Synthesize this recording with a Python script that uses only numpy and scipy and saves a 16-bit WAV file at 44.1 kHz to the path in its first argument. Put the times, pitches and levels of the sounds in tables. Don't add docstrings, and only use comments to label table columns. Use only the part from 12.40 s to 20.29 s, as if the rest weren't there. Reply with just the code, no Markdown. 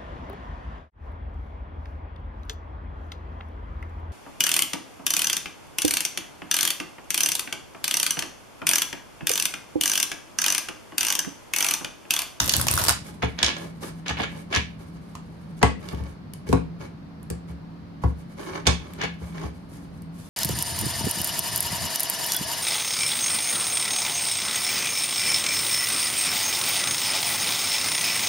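import sys
import numpy as np
from scipy import signal
from scipy.fft import rfft, irfft, next_fast_len
from scipy.io import wavfile
from scipy.ndimage import map_coordinates

SR = 44100
rng = np.random.default_rng(int(sys.argv[2]) if len(sys.argv) > 2 else 0)


def store_wav(level_fs):
    pcm = np.round(np.clip(np.atleast_2d(level_fs), -1, 1) * 32767)
    wavfile.write(sys.argv[1], SR, pcm.T.astype(np.int16))


N = 347949
RING = np.arange(SR // 10) / SR

# frequency in Hz, relative level in dB.
CLACK_COLOUR = [(150, -24), (500, -4.5), (1100, -6.5), (1750, -3.5), (2300, 0.5), (3400, 7), (5000, 4.5),
                (6700, 4.5), (7700, -6.5), (10500, -6), (13000, -22), (16500, -37)]
# frequency in Hz, relative level in dB.
TICK_COLOUR = [(300, -33), (1000, 6), (4000, 2.5), (8000, 5), (12500, 5), (16500, -13.5)]
# rasp start in seconds, moment the cards hit home in
# seconds, rattle length in seconds, relative rasp level in dB, relative table thud in dB, hardness in dB.
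SQUARINGS = [(0.828, 0.832, 0.021, -25, -18, -1), (0.985, 1.031, 0.077, -27.5, -26.5, -1.5),
             (1.664, 1.703, 0.0065, -22.5, -25, -5), (1.774, 1.798, 0.044, -26, -31, 8.5),
             (2.125, 2.1598, 0.017, -21.5, -17.5, -9), (6.263, 6.269, .009, -23.5, -12, -4.5),
             (6.607, 6.634, 0.017, -24.5, -31.5, 6), (6.987, 7.0356, 0.017, -53, -22, -7)]
# time in seconds, card slap in dB, packet tock in dB, relative table thud
# in dB, table body in dB against the thud, table knock in dB against the thud.
LANDINGS = [(2.7521, -31.5, -30, -50, -11, -1), (3.2283, -12, -14, -10, 0.5, 5),
            (3.53, -45, -48, -20, -5, -11), (4.089, -31.5, -45, -17.5, -2, -27),
            (4.1273, -21, -13.5, -12.5, 3, -3.5), (4.903, -36, -50, -24.5, -1, -12.5),
            (5.6367, -41, -22, -7.5, -10, -13.5)]


def amp(db):
    return 10 ** (np.asarray(db) / 20)


def unit(x):
    return x / np.sqrt(np.mean(x ** 2) + 1e-20)


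def along(points, hz):
    f, v = np.transpose(points)
    return np.interp(np.log(hz + 1), np.log(f + 1), v)


def gains(rows, fade=0.0096):
    s, *columns = np.transpose(rows)
    t = np.arange(N) / SR
    gate = np.clip(1 + np.minimum(t - s[0], s[-1] - t) / fade, 0, 1)
    return [gate * amp(np.interp(t, s, column)) for column in columns]


def wobble(rate):
    points = rng.standard_normal(int(N * rate / SR) + 4)
    return map_coordinates(points, [np.arange(N) * rate / SR])


def chance(start, end, rate):
    slots = np.arange(start, end - 1 / rate, 1 / rate)
    return slots + rng.random(len(slots)) / rate


def add(track, s, sound):
    start = max(round(s * SR), 0)
    track[..., start:start + sound.shape[-1]] += sound[..., :N - start]


def coloured(x, curve):
    n = x.shape[-1]
    m = 2 * next_fast_len(n // 2 + 2048)
    gain = amp(curve(np.fft.rfftfreq(m, 1 / SR)))
    cepstrum = irfft(np.log(np.maximum(gain, 1e-6)))
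    cepstrum[1:m // 2] *= 2
    cepstrum[m // 2 + 1:] = 0
    return irfft(rfft(x, m) * np.exp(rfft(cepstrum)), m)[..., :n]


def noise(spectrum, drive=1):
    # frequency in Hz, left-right likeness from 0 (unrelated) to 1 (the same).
    likeness = [(60, 0.82), (130, 1), (260, 0.64), (600, 0), (3000, 0), (12000, 0.09)]
    a, b = rng.standard_normal((2, N)) * drive
    alike = lambda hz: np.clip(along(likeness, hz), -.99, .99)
    mid = coloured(a, lambda hz: along(spectrum, hz) + 10 * np.log10(1 + alike(hz)))
    side = coloured(b, lambda hz: along(spectrum, hz) + 10 * np.log10(1 - alike(hz)))
    return unit(np.array([mid + side, mid - side]))


def grains(rate, spread_db, life):
    strength = amp(spread_db * np.clip(rng.standard_normal(N), -2, 2))
    slips = (rng.random(N) < rate / SR) * strength
    return unit(signal.lfilter([1], [1, -amp(-60 / (life * SR))], slips))


def contact(spectrum, tone, t60, hold=0, shared=0.44, grip_db=3.5):
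    common, *own = rng.standard_normal((3, len(RING)))
    decay = amp(-60 * np.maximum(RING - hold, 0) / t60)
    burst = (shared * common + np.array(own)) * decay * (1 - np.exp(-RING / 0.00064))
    grip = np.column_stack([np.geomspace(700, 14000, 22), grip_db * rng.uniform(-1, 1, 22)])
    return coloured(burst, lambda hz: along(spectrum, hz) + along(tone, hz) + along(grip, hz))


def background(floor_db=-43, hum_db=0, drift=1.0):
    # frequency in Hz, relative level in dB.
    rush_colour = [(20, -32), (40, -12.5), (65, -7), (110, -5), (135, -9), (172, -4.5), (215, -5),
                   (290, -12.5), (400, -18.5), (1100, -24), (1650, -30), (2200, -33.5), (3500, -39.5),
                   (4400, -36.5), (7500, -54.5), (13000, -55), (15000, -75)]
    # frequency in Hz, level in dB.
    hum_tones = [(167, -40.5), (280, -53.5)]
    t = np.arange(N) / SR
    hum = np.zeros((2, N))
    for hz, db in hum_tones:
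        phase = 2 * np.pi * hz * t + drift * wobble(26)
        waver = amp(3 * wobble(7))
        hum += amp(db + hum_db) * waver * np.sin(phase + [[.3], [-.3]])
    return hum + amp(floor_db) * noise(rush_colour)


def room(x, gap=0.0016):
    # frequency in Hz, time to fall 60 dB in seconds.
    decay_times = [(100, 0.8), (300, 0.24), (900, 0.21), (2500, 0.34), (6000, 0.27), (13000, 0.2),
                   (16000, 0.11)]
    # frequency in Hz, reflected level in dB.
    reflected = [(60, -13), (200, -2.5), (600, -1.5), (3000, -4), (6500, -5.5), (9000, -3.5), (15000, -16)]
    out, size = np.zeros((2, N)), SR // 2
    for start in range(0, N, size):
        hz, t, z = signal.stft(rng.standard_normal((2, size)), SR, nperseg=256)
        decay = amp(-60 * t / along(decay_times, hz)[:, None])
        tail = signal.istft(z * decay, SR)[1]
        tail *= np.clip(np.arange(tail.shape[1]) / SR / gap - 1, 0, 1)
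        tail = tail / np.linalg.norm(tail[0])
        add(out, start / SR, signal.fftconvolve(x[:, start:start + size], tail, axes=1))
    return coloured(out, lambda hz: along(reflected, hz))


def blows(body_db=-0.5, body_share=0.83):
    # time in seconds, relative thud in dB.
    bumps = [(0.485, -25), (3.6, -21), (4.407, -32.5), (5.099, -28), (6.814, -26)]
    bump_body_db, bump_knock_db = -9.5, -21.5
    flats = [(s, db, body, knock) for s, *_, db, body, knock in LANDINGS]
    edges = [(home, db, body_db + body_share * hard, hard) for _, home, *_, db, hard in SQUARINGS]
    return flats + edges + [(s, db, bump_body_db, bump_knock_db) for s, db in bumps]


def table(blow_db=-7, attack=0.0011, apart_hz=420, dense_db=3, dense_t60=0.053):
    # nominal frequency in Hz, relative level in dB, time to fall 60 dB in seconds.
    modes = [(70.9, 2.5, 0.3), (92.6, -0.5, 0.089), (116.3, 0.5, 0.21), (169.1, -1.5, 0.31),
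             (220.7, 3, 0.049), (270.5, -2, 0.14), (323.3, -4, 0.07), (383, -2.5, 0.064),
             (443.6, 1.5, 0.075), (496, -4.5, 0.094), (730, -2.5, 0.072), (1125, -4.5, 0.089)]
    # frequency in Hz, relative level in dB.
    knock_colour = [(120, -18.5), (300, -11), (600, -2), (820, 9), (1200, -4), (1800, -10), (3000, -18),
                    (8000, -37.5)]
    out, t = np.zeros((2, N)), np.arange(SR // 2) / SR
    hz, level, t60 = np.transpose(modes)
    decay = amp(-60 * t / t60[:, None])
    for s, db, body_db, knock_db in blows():
        strength, detune, turn = rng.uniform(-1.25, 1, (3, len(hz)))
        tone = along([(80, 0.0015), (210, body_db), (500, body_db), (750, knock_db)], hz)
        size = amp(db + blow_db + level + tone + 2 * strength)
        apart = turn * np.minimum(hz / apart_hz, 1) * np.pi / 2
        phase = np.multiply.outer([1, -1], apart) + np.pi * np.arange(len(hz))
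        swing = np.sin(2 * np.pi * np.outer(hz * (1 + .012 * detune), t) + phase[..., None])
        press = 1 - np.exp(-t * amp(body_db) / attack)
        add(out, s, size @ (swing * decay) * press)
        add(out, s, amp(db + knock_db + dense_db) * contact(knock_colour, [(1, 0)], dense_t60))
    return coloured(out, lambda f: along([(20, -16.0), (40, -16.5), (62, 2.5)], f))


def deck(x, width_hz=85, trim_db=-2.0):
    # frequency in Hz, lift in dB before the overall trim.
    resonances = [(1090, 2), (1700, 7), (2260, 6.5), (2950, 2.5), (3470, 4.5), (4700, 1.5), (6250, 2)]
    bump = lambda f, hz: np.exp(-((f - hz) / width_hz) ** 2)
    return coloured(x, lambda f: trim_db + sum(db * bump(f, hz) for hz, db in resonances))


def rubbing(spectrum, drive, count=3):
    out = np.zeros((2, N))
    for _ in range(count):
        grip = np.column_stack([np.geomspace(400, 9000, 30), rng.uniform(-7, 7, 30)])
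        patch = coloured(noise(spectrum, drive), lambda hz: along(grip, hz))
        out += amp(4 * wobble(55)) * patch
    return unit(out)


def handling(slide_db=-1, skin_db=-1):
    # start in seconds, end in seconds, relative sliding level in dB, relative skin brushing in dB.
    strokes = [(0.64, 0.724, -46.5, -45.5), (1.135, 1.294, -37.5, -49), (1.394, 1.52, -38, -42.5),
               (1.86, 2.062, -45.5, -55.5), (2.094, 2.158, -33.5, -53), (2.377, 2.455, -48, -56),
               (3.212, 3.239, -25, -70), (3.391, 3.557, -39, -54), (3.533, 3.726, -46, -78),
               (4.055, 4.15, -38.5, -46.5), (4.38, 4.492, -38.5, -57), (5.066, 5.132, -48, -57.5),
               (5.613, 5.656, -41.5, -53.5), (5.951, 6.13, -37.5, -50.5), (6.07, 6.226, -35.5, -56),
               (6.247, 6.317, -29, -62), (6.382, 6.59, -45, -61), (6.562, 6.675, -35, -64),
               (6.77, 6.96, -46.5, -54.5), (6.912, 7.122, -41, -56), (7.27, 7.407, -78, -56),
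               (7.696, 8.03, -64, -52)]
    # start in seconds, end in seconds.
    holds = [(0.55, 3.18), (3.4, 3.73), (5.65, 7.58)]
    # frequency in Hz, relative level in dB.
    slide_colour = [(150, -22), (300, 5), (470, 9), (620, 2.5), (1000, 1.5), (2000, -8.5), (6500, -15),
                    (9000, -45.5), (16000, -65)]
    skin_colour = [(2000, -7.5), (5000, -6), (8000, -5.5), (10000, -1.5), (13300, -10), (14500, -14.5),
                   (16500, -29.5)]
    hold_slide_db, hold_skin_db, fidget_db = -61, -66.5, 5
    slide, skin = np.zeros((2, N))
    for start, end, sliding_db, brushing_db in strokes:
        speed = signal.windows.tukey(max(round((end - start) * SR), 2), .7)
        add(slide, start, amp(sliding_db + slide_db) * speed)
        add(skin, start, amp(brushing_db + skin_db) * speed)
    held = sum(gains([(start, 0), (end, 0)], fade=0.024)[0] for start, end in holds)
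    held = held * amp(fidget_db * wobble(27))
    slide = np.hypot(slide, amp(hold_slide_db) * held)
    skin = np.hypot(skin, amp(hold_skin_db) * held)
    catches = grains(rate=700, spread_db=3.5, life=.02)
    ridges = grains(rate=3000, spread_db=2, life=.02)
    return slide * rubbing(slide_colour, catches) + skin * noise(skin_colour, ridges)


def shoves(rasp_db=-3, chatter_db=10, fade=0.011):
    # frequency in Hz, relative level in dB.
    rasp_colour = [(120, -34.5), (220, 3), (600, -1), (850, 4.5), (1300, -3), (1700, 2), (3000, 1.5),
                   (4500, -9.5), (6700, -30), (7800, -31), (12000, -28.5), (16000, -43.5)]
    swell_db_per_s = 193
    push = np.zeros(N)
    for touch, home, rattle, db, *_ in SQUARINGS:
        start = min(touch, home)
        start_db = db - swell_db_per_s * (home - start)
        push += gains([(start, start_db), (home, db), (home + rattle, db)], fade)[0]
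    slips = grains(rate=800, spread_db=3.5, life=.006)
    catches = grains(rate=400, spread_db=3, life=.003)
    rasp = amp(rasp_db) * push * noise(rasp_colour, slips)
    return rasp + amp(chatter_db) * push ** 2 * noise(CLACK_COLOUR, catches)


def ticks(tick_db=-8, tick_t60=0.0083, hold=0.0015):
    # time in seconds, relative tick level in dB, snap in dB against the tick.
    flicks = [(3.191, -40, 2), (3.487, -32.5, 12), (3.527, -33, -15), (3.547, -40, 12), (3.637, -40.5, 7),
              (3.9354, -25, -3), (4.829, -37, -5), (4.9008, -19.5, -3), (4.9095, -35, 4),
              (6.535, -28.5, -2), (7.62, -36.5, -5)]
    out = np.zeros((2, N))
    for s, db, snap_db in flicks:
        tone = [(5500, snap_db), (8500, 0.0038)]
        add(out, s, amp(db + tick_db) * contact(TICK_COLOUR, tone, tick_t60, hold))
    return out


def clacks(clack_db=-3, clack_t60=0.018, hold=0.0019):
    # time in seconds, relative clack level in dB, hollowness (lift of the lower tones) in dB.
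    knocks = [(.8222, -29.5, 25), (0.828, -33, 27.5), (.844, -38, 24), (.988, -20, 14.5), (1.0285, -4.5, 2),
              (1.044, -10, 1), (1.062, -12, -6), (1.081, -18, 12), (1.165, -28, 15.5), (1.664, -35.5, 23),
              (1.681, -18, -1), (1.697, -23.5, 20), (1.709, -29, 18), (1.785, -39, 26), (1.836, -27.5, 19),
              (2.128, -23, 14), (2.148, -13, 8.5), (2.16, -12, 11), (6.133, -39.5, 27),
              (6.177, -44.5, 33.5), (6.2675, -7, 6.5), (6.272, -4.5, 7.5), (6.6142, -23, 7),
              (6.636, -24.5, 13), (6.648, -35, 18), (6.9801, -39, 27), (7.034, -37, 18)]
    edge_tick_db, fewer_ticks = 2.5, 0.59
    out = np.zeros((2, N))
    for s, db, hollow in knocks:
        tone = [(1500, hollow), (3200, 0), (7000, 0), (9000, edge_tick_db + fewer_ticks * db)]
        add(out, s, amp(db + clack_db) * contact(CLACK_COLOUR, tone, clack_t60, hold))
    return out


def piles(slap_t60=0.018, tock_hz=830, tock_hz_per_db=8, tock_rise=0.0014):
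    # frequency in Hz, relative level in dB.
    slap_colour = [(150, -4), (500, -9.5), (3200, 5), (7000, 3), (11500, -4), (16500, -25)]
    flat_slap_db, fuller = 24, 0.66
    out, swell = np.zeros((2, N)), RING / tock_rise
    for s, db, tock_db, *_ in LANDINGS:
        slap = contact(slap_colour, [(1900, flat_slap_db + fuller * db), (3600, 0)], slap_t60)
        pitch = tock_hz - tock_hz_per_db * tock_db
        tock = np.sin(2 * np.pi * pitch * RING) * (swell * np.exp(1 - swell)) ** 2
        add(out, s, amp(db) * slap + amp(tock_db) * tock)
    return out


def riffle(snap_db=0, snap_t60=0.0082, clump_s=0.0036, edge_db=-3, edge_t60=0.0043, flutter_db=-6, air_db=-4.5):
    # time in seconds, relative strength in dB, thickness from 0 (one card)
    # to 1 (a clump), relative slap in dB.
    loud = [(0.0004, -3.5, 0.86, -12.5), (.0315, -14.5, 0.5, -9.5), (.061, -16, .2, -10.5),
            (0.1228, -11.5, 0.31, -10.5), (0.183, -16, .3, -7), (.197, -16, 0.49, 5.5),
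            (.226, -16.5, .4, -6), (0.077, -8, 0.45, -10.5), (0.0935, -3, 0.69, -17),
            (0.1371, -4, 0.76, -13), (0.1658, -5, 0.092, -11.5), (0.2136, -7.5, 0.35, -9),
            (0.2829, -2, 0.72, -10), (0.3123, -7, .02, -16.5), (0.34, -13.5, .15, -7.5),
            (.355, -13.5, .05, -3.5), (0.387, -12.5, 0.33, 1), (.397, -12.5, 0.44, 2.5),
            (.417, -11.5, 0.51, -2), (.444, -12, .15, -9.5), (0.452, -15, .3, 2), (0.463, -16, 0.46, -4.5),
            (0.3756, -9, 0.47, 5), (0.4382, -7, 0.53, -13), (0.483, -0.5, 0.55, -9),
            (0.4924, 1, 0.37, -4.5), (0.487, -11.5, 0.45, -2), (0.5, -7.5, 0.6, -3.5),
            (0.5087, -9.5, 0.41, -3), (.524, -14.5, 0.23, -8.5)]
    # frequency in Hz, relative level in dB.
    snap_colour = [(150, -32.5), (500, -11), (1100, -3), (2200, -4), (3500, 6), (4300, 1.5), (5500, 6.5),
                   (6900, 7.5), (7700, -8), (10000, -16.5), (12000, -15), (16500, -25.5)]
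    flutter_colour = [(150, -23), (350, -4), (1100, -1), (2400, -8.5), (3500, -7), (6800, -8.5),
                      (8500, -6.5), (12500, -5.5), (15000, -13.5), (16500, -36)]
    air_colour = [(25, -27.5), (50, 2), (75, 4), (120, 2.5), (170, -8), (280, -7), (500, -27.5),
                  (1000, -33.5)]
    flutter_end = 0.489
    levels = [(s, -27.5 + 11.5 * s, -28.5 - 5.5 * s) for s in (0, flutter_end)]
    light_per_s, light_db, light_thick = 16, -22.5, 0.4
    thin_snap_db, thick_tick_db = -11.5, -16

    out = np.zeros((2, N))
    flutter, air = gains(levels, fade=0.039)
    flicks = grains(rate=300, spread_db=4.5, life=.006)
    out += amp(flutter_db) * flutter * noise(flutter_colour, flicks)
    puffs = grains(rate=200, spread_db=2, life=.03)
    out += amp(air_db) * air * noise(air_colour, puffs)

    light = []
    for s in chance(0, flutter_end, light_per_s):
        slap_db = -8.5 + 13 * s + 5.5 * rng.uniform(-1, 1)
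        light.append((s, light_db, light_thick, slap_db))
    for s, db, thick, slap_db in loud + light:
        tick = contact(TICK_COLOUR, [(4000, -14), (8500, 10.0)], edge_t60, shared=1.0)
        slap_tone = [(1300, slap_db + 15.0), (3000, 0)]
        snap = contact(snap_colour, slap_tone, snap_t60, hold=clump_s * thick, grip_db=5.5)
        tick_gain = amp(db + edge_db + thick_tick_db * thick)
        snap_gain = amp(db + snap_db + thin_snap_db * (1.5 - thick))
        add(out, s, tick_gain * tick + snap_gain * snap)
    return out


def scene(wet_db=-0.5):
    # frequency in Hz, left minus right level in dB.
    lean = [(60, 2), (250, 4), (500, -2.5), (1000, -1.5), (2000, 1), (5000, -6), (9000, 3), (14000, -0.5)]
    cards = riffle() + piles() + deck(clacks() + ticks() + shoves() + handling())
    wood = table()
    radiated = coloured(wood, lambda hz: along([(100, -18), (350, 0)], hz))
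    heard = cards + wood + amp(wet_db) * room(cards + radiated)
    left = coloured(heard[0], lambda hz: along(lean, hz) / 2)
    right = coloured(heard[1], lambda hz: -along(lean, hz) / 2)
    return np.array([left, right]) + background()


def record(dry):
    top_hz = 15700
    rounded = dry / (1 + np.abs(dry / .92) ** 6) ** (1 / 6)
    return signal.sosfilt(signal.butter(14, top_hz, fs=SR, output="sos"), rounded)


dry = scene()
out = record(dry)
store_wav(out)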